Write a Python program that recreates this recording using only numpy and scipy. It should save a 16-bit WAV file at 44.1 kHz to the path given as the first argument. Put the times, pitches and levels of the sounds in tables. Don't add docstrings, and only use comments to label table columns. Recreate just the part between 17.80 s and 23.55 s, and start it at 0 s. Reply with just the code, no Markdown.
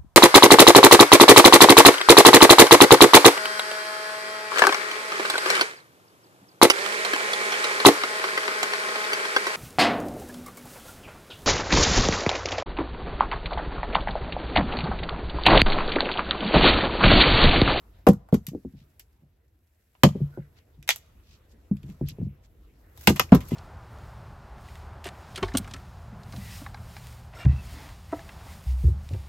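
import sys
import numpy as np
from scipy import signal
from scipy.io import wavfile

SR = 44100
rng = np.random.default_rng(int(sys.argv[2]) if len(sys.argv) > 2 else 0)


def store_pcm(level_fs):
    pcm = np.round(np.clip(level_fs, -1, 1) * 32767).astype(np.int16)
    wavfile.write(sys.argv[1], SR, np.atleast_2d(pcm).T)


N = 253575
TIME = np.arange(N) / SR

# start_s, level_db
AIR_LEVELS = [(0.0, -52), (0.49, -57.5), (1.54, -63), (2.13, -68), (2.42, -51), (2.66, -57.5), (3.79, -56),
              (4.24, -51.5), (4.8, -57.5), (5.75, -41)]
# (per Hz, relative)
AIR_COLOUR = [(25, -34), (45, -6.5), (62, 3), (100, -9.5), (160, -18), (300, -20.5), (500, -24),
              (900, -31.5), (1800, -35.5), (3500, -43.5), (8000, -50.5), (12000, -45), (16000, -49.5)]
# start_s, level_db
HANDLING_LEVELS = [(0.0, -72), (0.44, -88.5), (0.6, -74), (1.14, -74.5), (1.54, -85), (1.84, -80),
                   (1.96, -76.5), (2.35, -70), (3.02, -80.5), (3.28, -74.5), (3.53, -75.5), (3.7, -78.5),
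                   (3.96, -77), (4.19, -73.5), (4.35, -73.5), (4.49, -82), (5.05, -76), (5.17, -68)]
# (per Hz, relative)
RUSTLE_COLOUR = [(250, -2), (600, 3), (1100, -8.5), (1800, 1.5), (3000, -5), (6000, -8.5), (9000, -3.5),
                 (12000, 0), (16000, -15.5)]
# pitch_hz, likeness (1 = the same, 0 = unrelated)
SIDE_LIKENESS = [(60, 0.99), (200, 0.95), (380, 0.83), (700, 0.073), (1400, 0.36), (15000, 0.071)]

# start_s,
# thump_db, hardness_hz, favoured_pitch_hz, snap_db, hollow_db, brightness_db (per octave), crack_length_s,
# rebound_delay_s, rebound_thump_db, rebound_snap_db
BLOW_EVENTS = [(0.2671, -4.5, 1100, 490, -32, -16, -2.5, 0.0079, 0.019, -2.5, -38.5),
               (0.5251, -8, 515, 221, -52, -43.5, -2.5, 0.018, .016, -16.5, -44.5),
               (2.2342, 1, 725.2, 186, -15, -13.5, -5, 0.0027, .024, -17, -56.5),
               (5.2728, -7, 950, 200, -12.5, -17.5, -4.5, 0.0043, 0.023, -6, -36),
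               (5.5197, 2, 590, 218, -31.5, -20, -10, 0.019, 0.028, -9, -38)]
# start_s, snap_db, hollow_db,
# brightness_db (per octave), length_s
LOOSE_CRACKS = [(0.332, -63, -46, 5, 0.0027), (0.487, -76, -51, 3.5, 0.0068),
                (0.667, -46.5, -63, 3, 0.0017), (0.686, -54.5, -58.5, 2, .0023), (1.195, -54, -67, 2, .006),
                (2.151, -66, -62, -14, .0026), (2.289, -48.5, -42, -4.5, .001),
                (3.027, -56, -86, -2.5, 0.001), (3.0765, -38.5, -51, -2, 0.0051),
                (3.0904, -17.5, -28, -3, 0.00086), (3.104, -21, -40.5, -6.5, .0037),
                (3.16, -52.5, -53.5, 5, 0.00064), (3.968, -61.5, -77, -3.5, .002),
                (4.031, -60, -72, -6, 0.0017), (4.099, -59.5, -76, -4.5, 0.0032),
                (4.286, -48, -75, 1, 0.0031), (5.175, -61, -58, 2.5, 0.0016),
                (5.36, -38.5, -40.5, -1.5, 0.014), (5.3955, -19, -18, -3.5, 0.0027),
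                (5.605, -46, -47.5, -4, 0.011), (5.685, -62, -70, 6, 0.0076),
                (5.708, -43.5, -43.5, -5, 0.075)]
# low_hz, high_hz
CRACK_BANDS = [(540, 1180), (1800, 3430), (3500, 9500), (9800, 15000)]
# pitch_hz, level_db (relative), fade_s (time to drop 60 dB)
STICK_MODES = [(1900, -3, 0.06), (2239, -5.5, 0.058), (2950, -2, .11), (3300, -3.5, 0.051)]

# pitch_hz, level_db (relative)
BLOCK_MODES = [(56, 2), (80, 5), (102, 4), (143, 1.5), (170, -6.5), (197, -2.5), (224, -10.5), (252, -5),
               (288, -6), (322, -7), (360, -2.5), (410, -4), (478, -4), (530, -2.5), (592, -7), (680, -2.5),
               (780, 2.5), (880, -2.5), (960, -9), (1110, -7.5), (1250, -6)]
# pitch_hz, fade_s (to drop 60 dB)
BLOCK_FADES = [(56, .3), (140, .2), (200, .13), (300, .1), (500, .085), (1250, .065)]
REGISTER_PITCHES = [85, 180, 450, 850]
REGISTER_LEVELS = [-7, -6.5, -12.5]

# pitch_hz, level_db (relative)
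WALL_LEVELS = [(60, -16), (200, -17.5), (400, -17), (900, -2), (2500, -4.5), (6000, 1), (12000, -14.5)]
# pitch_hz, fade_s (to drop 60 dB)
WALL_FADES = [(60, 0.29), (250, 0.13), (700, 0.072), (3000, 0.074), (12000, 0.14)]
MOVE_TIMES = [0, 1.8, 2.9, 5.35, 6]

# start_s, level_db, hardness_hz, favoured_pitch_hz, floor_answer_db
KNOCK_EVENTS = [(0.681, -31, 254, 167, -51), (0.717, -35, 334, 230, -46), (0.733, -35, 660, 253, -57),
                (0.749, -22.5, 445, 275, -47), (0.849, -25.5, 394, 250, -38.5),
                (0.936, -38.5, 230, 172, -39.5), (1.014, -44, 229, 149, -55.5),
                (1.422, -42, 201, 125, -52.5), (2.3516, -24, 614, 177.6, -31.5),
                (2.403, -29.5, 560, 174, -19), (2.574, -27.5, 664, 185, -32.5),
                (2.978, -43, 250, 107, -46.5), (3.912, -18, 370, 181.6, -29),
                (4.039, -36, 300.5, 146, -34.5), (4.091, -29.5, 310, 163, -44.5),
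                (4.211, -18, 460, 162, -20), (4.305, -27, 197, 111, -37), (4.385, -25.5, 383, 179, -27.5),
                (4.415, -15.5, 320, 144, -24), (4.467, -25.5, 242, 150, -38),
                (5.395, -22.5, 1518, 143, -35.5), (5.719, -11.5, 370, 244, -20.5)]
# start_s, level_db, pitch_hz,
# width_octaves, length_s
RUB_STROKES = [(0.935, -66.5, 3240, 1.4, 0.13), (2.499, -61, 1460, 0.12, 0.13),
               (2.533, -67.5, 1750, 0.49, 0.17), (2.742, -64.5, 2130, 2.4, 0.082),
               (3.397, -64, 3600, 1.5, 0.23), (3.674, -67.5, 4910, 1.8, 0.082),
               (4.016, -68.5, 3900, 2.4, 0.16), (4.251, -49, 3900, 1.04, 0.082),
               (4.617, -66.5, 4000, 2.1, 0.062), (5.129, -49.5, 6950, 8.4, .28),
               (5.487, -49, 2330, .15, 0.011), (5.575, -55, 6000, 1.3, .3), (5.709, -54, 2820, 0.13, 0.068)]
# pitch_hz, width_hz, gain_db
PORT_COLOURS = [(9550, 1000, -15.5), (11900, 1400, 8.5), (14300, 430, -14)]

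THUMP_LAG_S = 0.0025
REBOUND_HARD_HZ, REBOUND_PITCH_HZ = 560, 196
REBOUND_HOLLOW_DB, REBOUND_BRIGHTNESS_DB, REBOUND_LENGTH_S = 9, 1.5, 0.005
FLOOR_LAG_S, FLOOR_HARD_HZ, FLOOR_PITCH_HZ = 0.012, 270, 143
BLOCK_BOOM_DB, FLOOR_BOOM_DB = -23.5, -15
LOW_CUT_HZ, HIGH_CUT_HZ = 12, 16100


def from_db(db):
    return 10 ** (np.asarray(db) / 20)


def rms_one(x):
    return x / np.sqrt(np.mean(x ** 2) + 1e-20)


def in_time(rows):
    return np.interp(TIME, *np.transpose(rows))


def at_hz(points, hz):
    freqs, values = np.transpose(points)
    return np.interp(np.log(hz), np.log(freqs), values)


def add(track, start_s, sound):
    start = max(round(start_s * SR), 0)
    part = sound[..., :max(N - start, 0)]
    track[..., start:start + part.shape[-1]] += part


def band(x, low_hz, high_hz):
    limits = [low_hz, min(high_hz, 0.45 * SR)]
    sos = signal.butter(2, limits, "band", fs=SR, output="sos")
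    return signal.sosfilt(sos, x + 1e-18)


def drift(rate):
    knots = rng.standard_normal(2000)
    return np.interp(TIME * rate, np.arange(len(knots)), knots)


def stereo_bands(size):
    edges = 22 * 2 ** np.arange(0, 10, 0.5)
    white = rng.standard_normal((2, 2, size))
    for k, (low, high) in enumerate(zip(edges, edges[1:])):
        mid, side = band(white[k % 2], low, high)
        hz = np.sqrt(low * high)
        alike = np.clip(at_hz(SIDE_LIKENESS, hz), -1, 1)
        shared = np.sqrt((1 + alike) / 2) * mid
        opposed = np.sqrt((1 - alike) / 2) * side * [[1], [-1]]
        yield hz, shared + opposed


def noise(colour, patchy_db, rate):
    total = 0
    for hz, x in stereo_bands(N):
        level_db = at_hz(colour, hz) + patchy_db * drift(rate)
        total = total + from_db(level_db) * x
    return rms_one(total)


def outdoor_air():
    return from_db(in_time(AIR_LEVELS)) * noise(AIR_COLOUR, patchy_db=4.0, rate=20.0)


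def handling(scratch_db=1.5, scratch_rate=120, crumbs_per_s=61.0, crumb_db=-10.0):
    catches = from_db(scratch_db * drift(scratch_rate))
    rub = catches * noise(RUSTLE_COLOUR, patchy_db=-0.5, rate=2.1)
    ticks = (rng.random(N) < crumbs_per_s / SR) * rng.standard_normal((2, N))
    crumbs = band(ticks, 1800, 12000)
    crumbs_in_shelter = rms_one(crumbs + shelter(crumbs))
    return from_db(in_time(HANDLING_LEVELS)) * (rub + from_db(crumb_db) * crumbs_in_shelter)


def blows():
    contacts, snaps = [], []
    for (start_s, thump_db, hard_hz, pitch_hz, snap_db, hollow_db, brightness_db, length_s,
         delay_s, rebound_db, click_db) in BLOW_EVENTS:
        thump_s = start_s + THUMP_LAG_S
        contacts += [(thump_s, thump_db, hard_hz, pitch_hz, BLOCK_BOOM_DB),
                     (thump_s + delay_s, rebound_db, REBOUND_HARD_HZ, REBOUND_PITCH_HZ, BLOCK_BOOM_DB)]
        snaps += [(start_s, snap_db, hollow_db, brightness_db, length_s),
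                  (start_s + delay_s, click_db, click_db + REBOUND_HOLLOW_DB,
                   REBOUND_BRIGHTNESS_DB, REBOUND_LENGTH_S)]
    return contacts, snaps


def cracks(snaps, hold_s=0.0072, grain_db=3.5, rise_s=0.00015, splinter_db=-29.5, splinter_s=0.016,
           width=0.7):
    out = np.zeros((2, N))
    t = np.arange(SR // 8) / SR
    centres = np.log2(CRACK_BANDS).mean(axis=1)
    for start_s, snap_db, hollow_db, brightness_db, length_s in snaps:
        upper_db = snap_db + brightness_db * (centres[1:] - centres[1])
        levels = [hollow_db, *upper_db]
        burst = (1 - np.exp(-t / rise_s)) * np.exp(-t / max(length_s, 1e-4))
        fibres = np.repeat(rng.standard_normal(len(t)), 12)[:len(t)]
        splinters = from_db(splinter_db + grain_db * fibres) * np.exp(-t / splinter_s)
        force = burst * from_db(grain_db * fibres / 2) + splinters
        for level, (low, high) in zip(levels, CRACK_BANDS):
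            rough = band(force * rng.standard_normal((2, len(t))), low, high)
            mid, side = rms_one(band(rough, low / 2, high * 2.3))
            snap = rms_one(rms_one(mid) + width * rms_one(side) * np.array([[1], [-1]]))
            add(out, start_s, from_db(level) * snap * np.sqrt(hold_s / t[-1]))
    return out


def stick(x, ring_db=-55.5):
    out = 0
    for hz, mode_db, fade_s in STICK_MODES:
        shrink = from_db(-60 / (fade_s * SR))
        turn = 2 * np.pi * hz / SR
        feedback = [1, -2 * shrink * np.cos(turn), shrink * shrink]
        ring = signal.lfilter([0, np.sin(turn)], feedback, x + 1e-18)
        out = out + from_db(ring_db + mode_db) * ring
    return out


def shelter(x, build_s=0.0015, outside_db=-33.5, outside_fade_s=0.69):
    t = np.arange(SR) / SR
    response = 0
    for hz, scatter in stereo_bands(SR):
        near = (1 - np.exp(-(t / build_s) ** 2)) * from_db(-60 * t / at_hz(WALL_FADES, hz))
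        far = (1 - np.exp(-t / 0.056)) * from_db(-60 * t / outside_fade_s)
        tail = near / np.linalg.norm(near) + from_db(outside_db) * far / np.linalg.norm(far)
        response = response + from_db(at_hz(WALL_LEVELS, hz)) * tail * scatter
    return signal.fftconvolve(x, response, axes=1)[:, :N]


def thuds(contacts, softness_slope=8.8, favour_db=11.5, favour_octaves=0.33, spot_db=3.5, detune=0.021,
          swell_cycles=0.41, scatter_rad=0.88, width_rad=0.07, press_s=0.016, free_db=-5.0,
          low_cut_hz=54.0):
    out = np.zeros((2, N))
    t = np.arange(SR // 5) / SR
    hz, mode_db = np.transpose(BLOCK_MODES)[:, :, None]
    thump_hz = REGISTER_PITCHES[1]
    free = from_db(free_db)
    leak = free + (1 - free) * np.exp(-(t / press_s) ** 2 * np.minimum(hz / thump_hz, 1) ** 2)
    fade = leak * from_db(-60 * t / at_hz(BLOCK_FADES, hz))
    chances = rng.standard_normal((len(contacts), 4, len(BLOCK_MODES), 1))
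    for (start_s, db, hard_hz, pitch_hz, boom_db), chance in zip(contacts, chances):
        levels = db + np.array([boom_db, *REGISTER_LEVELS])
        register_db = np.interp(np.log(hz), np.log(REGISTER_PITCHES), levels)
        contact = 1 / (1 + (hz / hard_hz) ** softness_slope)
        favour = favour_db * np.exp(-(np.log2(hz / pitch_hz) / favour_octaves) ** 2)
        strength = contact * from_db(register_db + mode_db + favour + spot_db * chance[0])
        cycles = hz * (1 + detune * chance[1]) * t
        swell = 1 - np.exp(-(cycles / swell_cycles) ** 2)
        apart = width_rad * np.sqrt(hz / thump_hz) * chance[3]
        phase = 2 * np.pi * cycles + scatter_rad * chance[2] + np.array([apart, -apart])
        ringing = strength * swell * fade * np.sin(phase)
        add(out, start_s, np.sum(ringing, axis=1))
    return band(out, low_cut_hz, 2500)


def knocks():
    contacts = []
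    for start_s, level_db, hard_hz, pitch_hz, floor_db in KNOCK_EVENTS:
        contacts += [(start_s, level_db, hard_hz, pitch_hz, BLOCK_BOOM_DB),
                     (start_s + FLOOR_LAG_S, floor_db, FLOOR_HARD_HZ, FLOOR_PITCH_HZ, FLOOR_BOOM_DB)]
    return contacts


def rubs(scratch_db=3.5, scratch_rate=250):
    out = np.zeros((2, N))
    for start_s, level_db, hz, octaves, length_s in RUB_STROKES:
        size = int(length_s * SR)
        half_width = 2 ** (octaves / 2)
        stroke = band(rng.standard_normal((2, size)), hz / half_width, hz * half_width)
        add(out, start_s, from_db(level_db) * rms_one(stroke) * np.hanning(size))
    return out * from_db(scratch_db * drift(scratch_rate))


def scene():
    air = outdoor_air()
    rustle = handling()
    strikes, splits = blows()
    splitting = cracks(splits + list(LOOSE_CRACKS))
    thumps = thuds(strikes + knocks()) * from_db([[0.3], [-0.3]])
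    wood = thumps + splitting + stick(splitting)
    walls = 0
    for start, end in zip(MOVE_TIMES, MOVE_TIMES[1:]):
        walls = walls + shelter(wood * (TIME >= start) * (TIME < end))
    return wood + walls + rubs() + rustle + air


def record(dry):
    x = signal.sosfilt(signal.butter(3, LOW_CUT_HZ, "high", fs=SR, output="sos"), dry)
    for hz, width_hz, gain_db in PORT_COLOURS:
        turn = 2 * np.pi * hz / SR
        gain = from_db(gain_db / 2)
        spread = np.sin(np.pi * width_hz / SR)
        middle = -2 * np.cos(turn)
        x = signal.lfilter([1 + spread * gain, middle, 1 - spread * gain],
                           [1 + spread / gain, middle, 1 - spread / gain], x)
    x = x / (1 + x ** 8) ** (1 / 8)
    return signal.sosfilt(signal.ellip(8, 0.2, 70, HIGH_CUT_HZ, fs=SR, output="sos"), x)


dry = scene()
out = record(dry)
store_pcm(out)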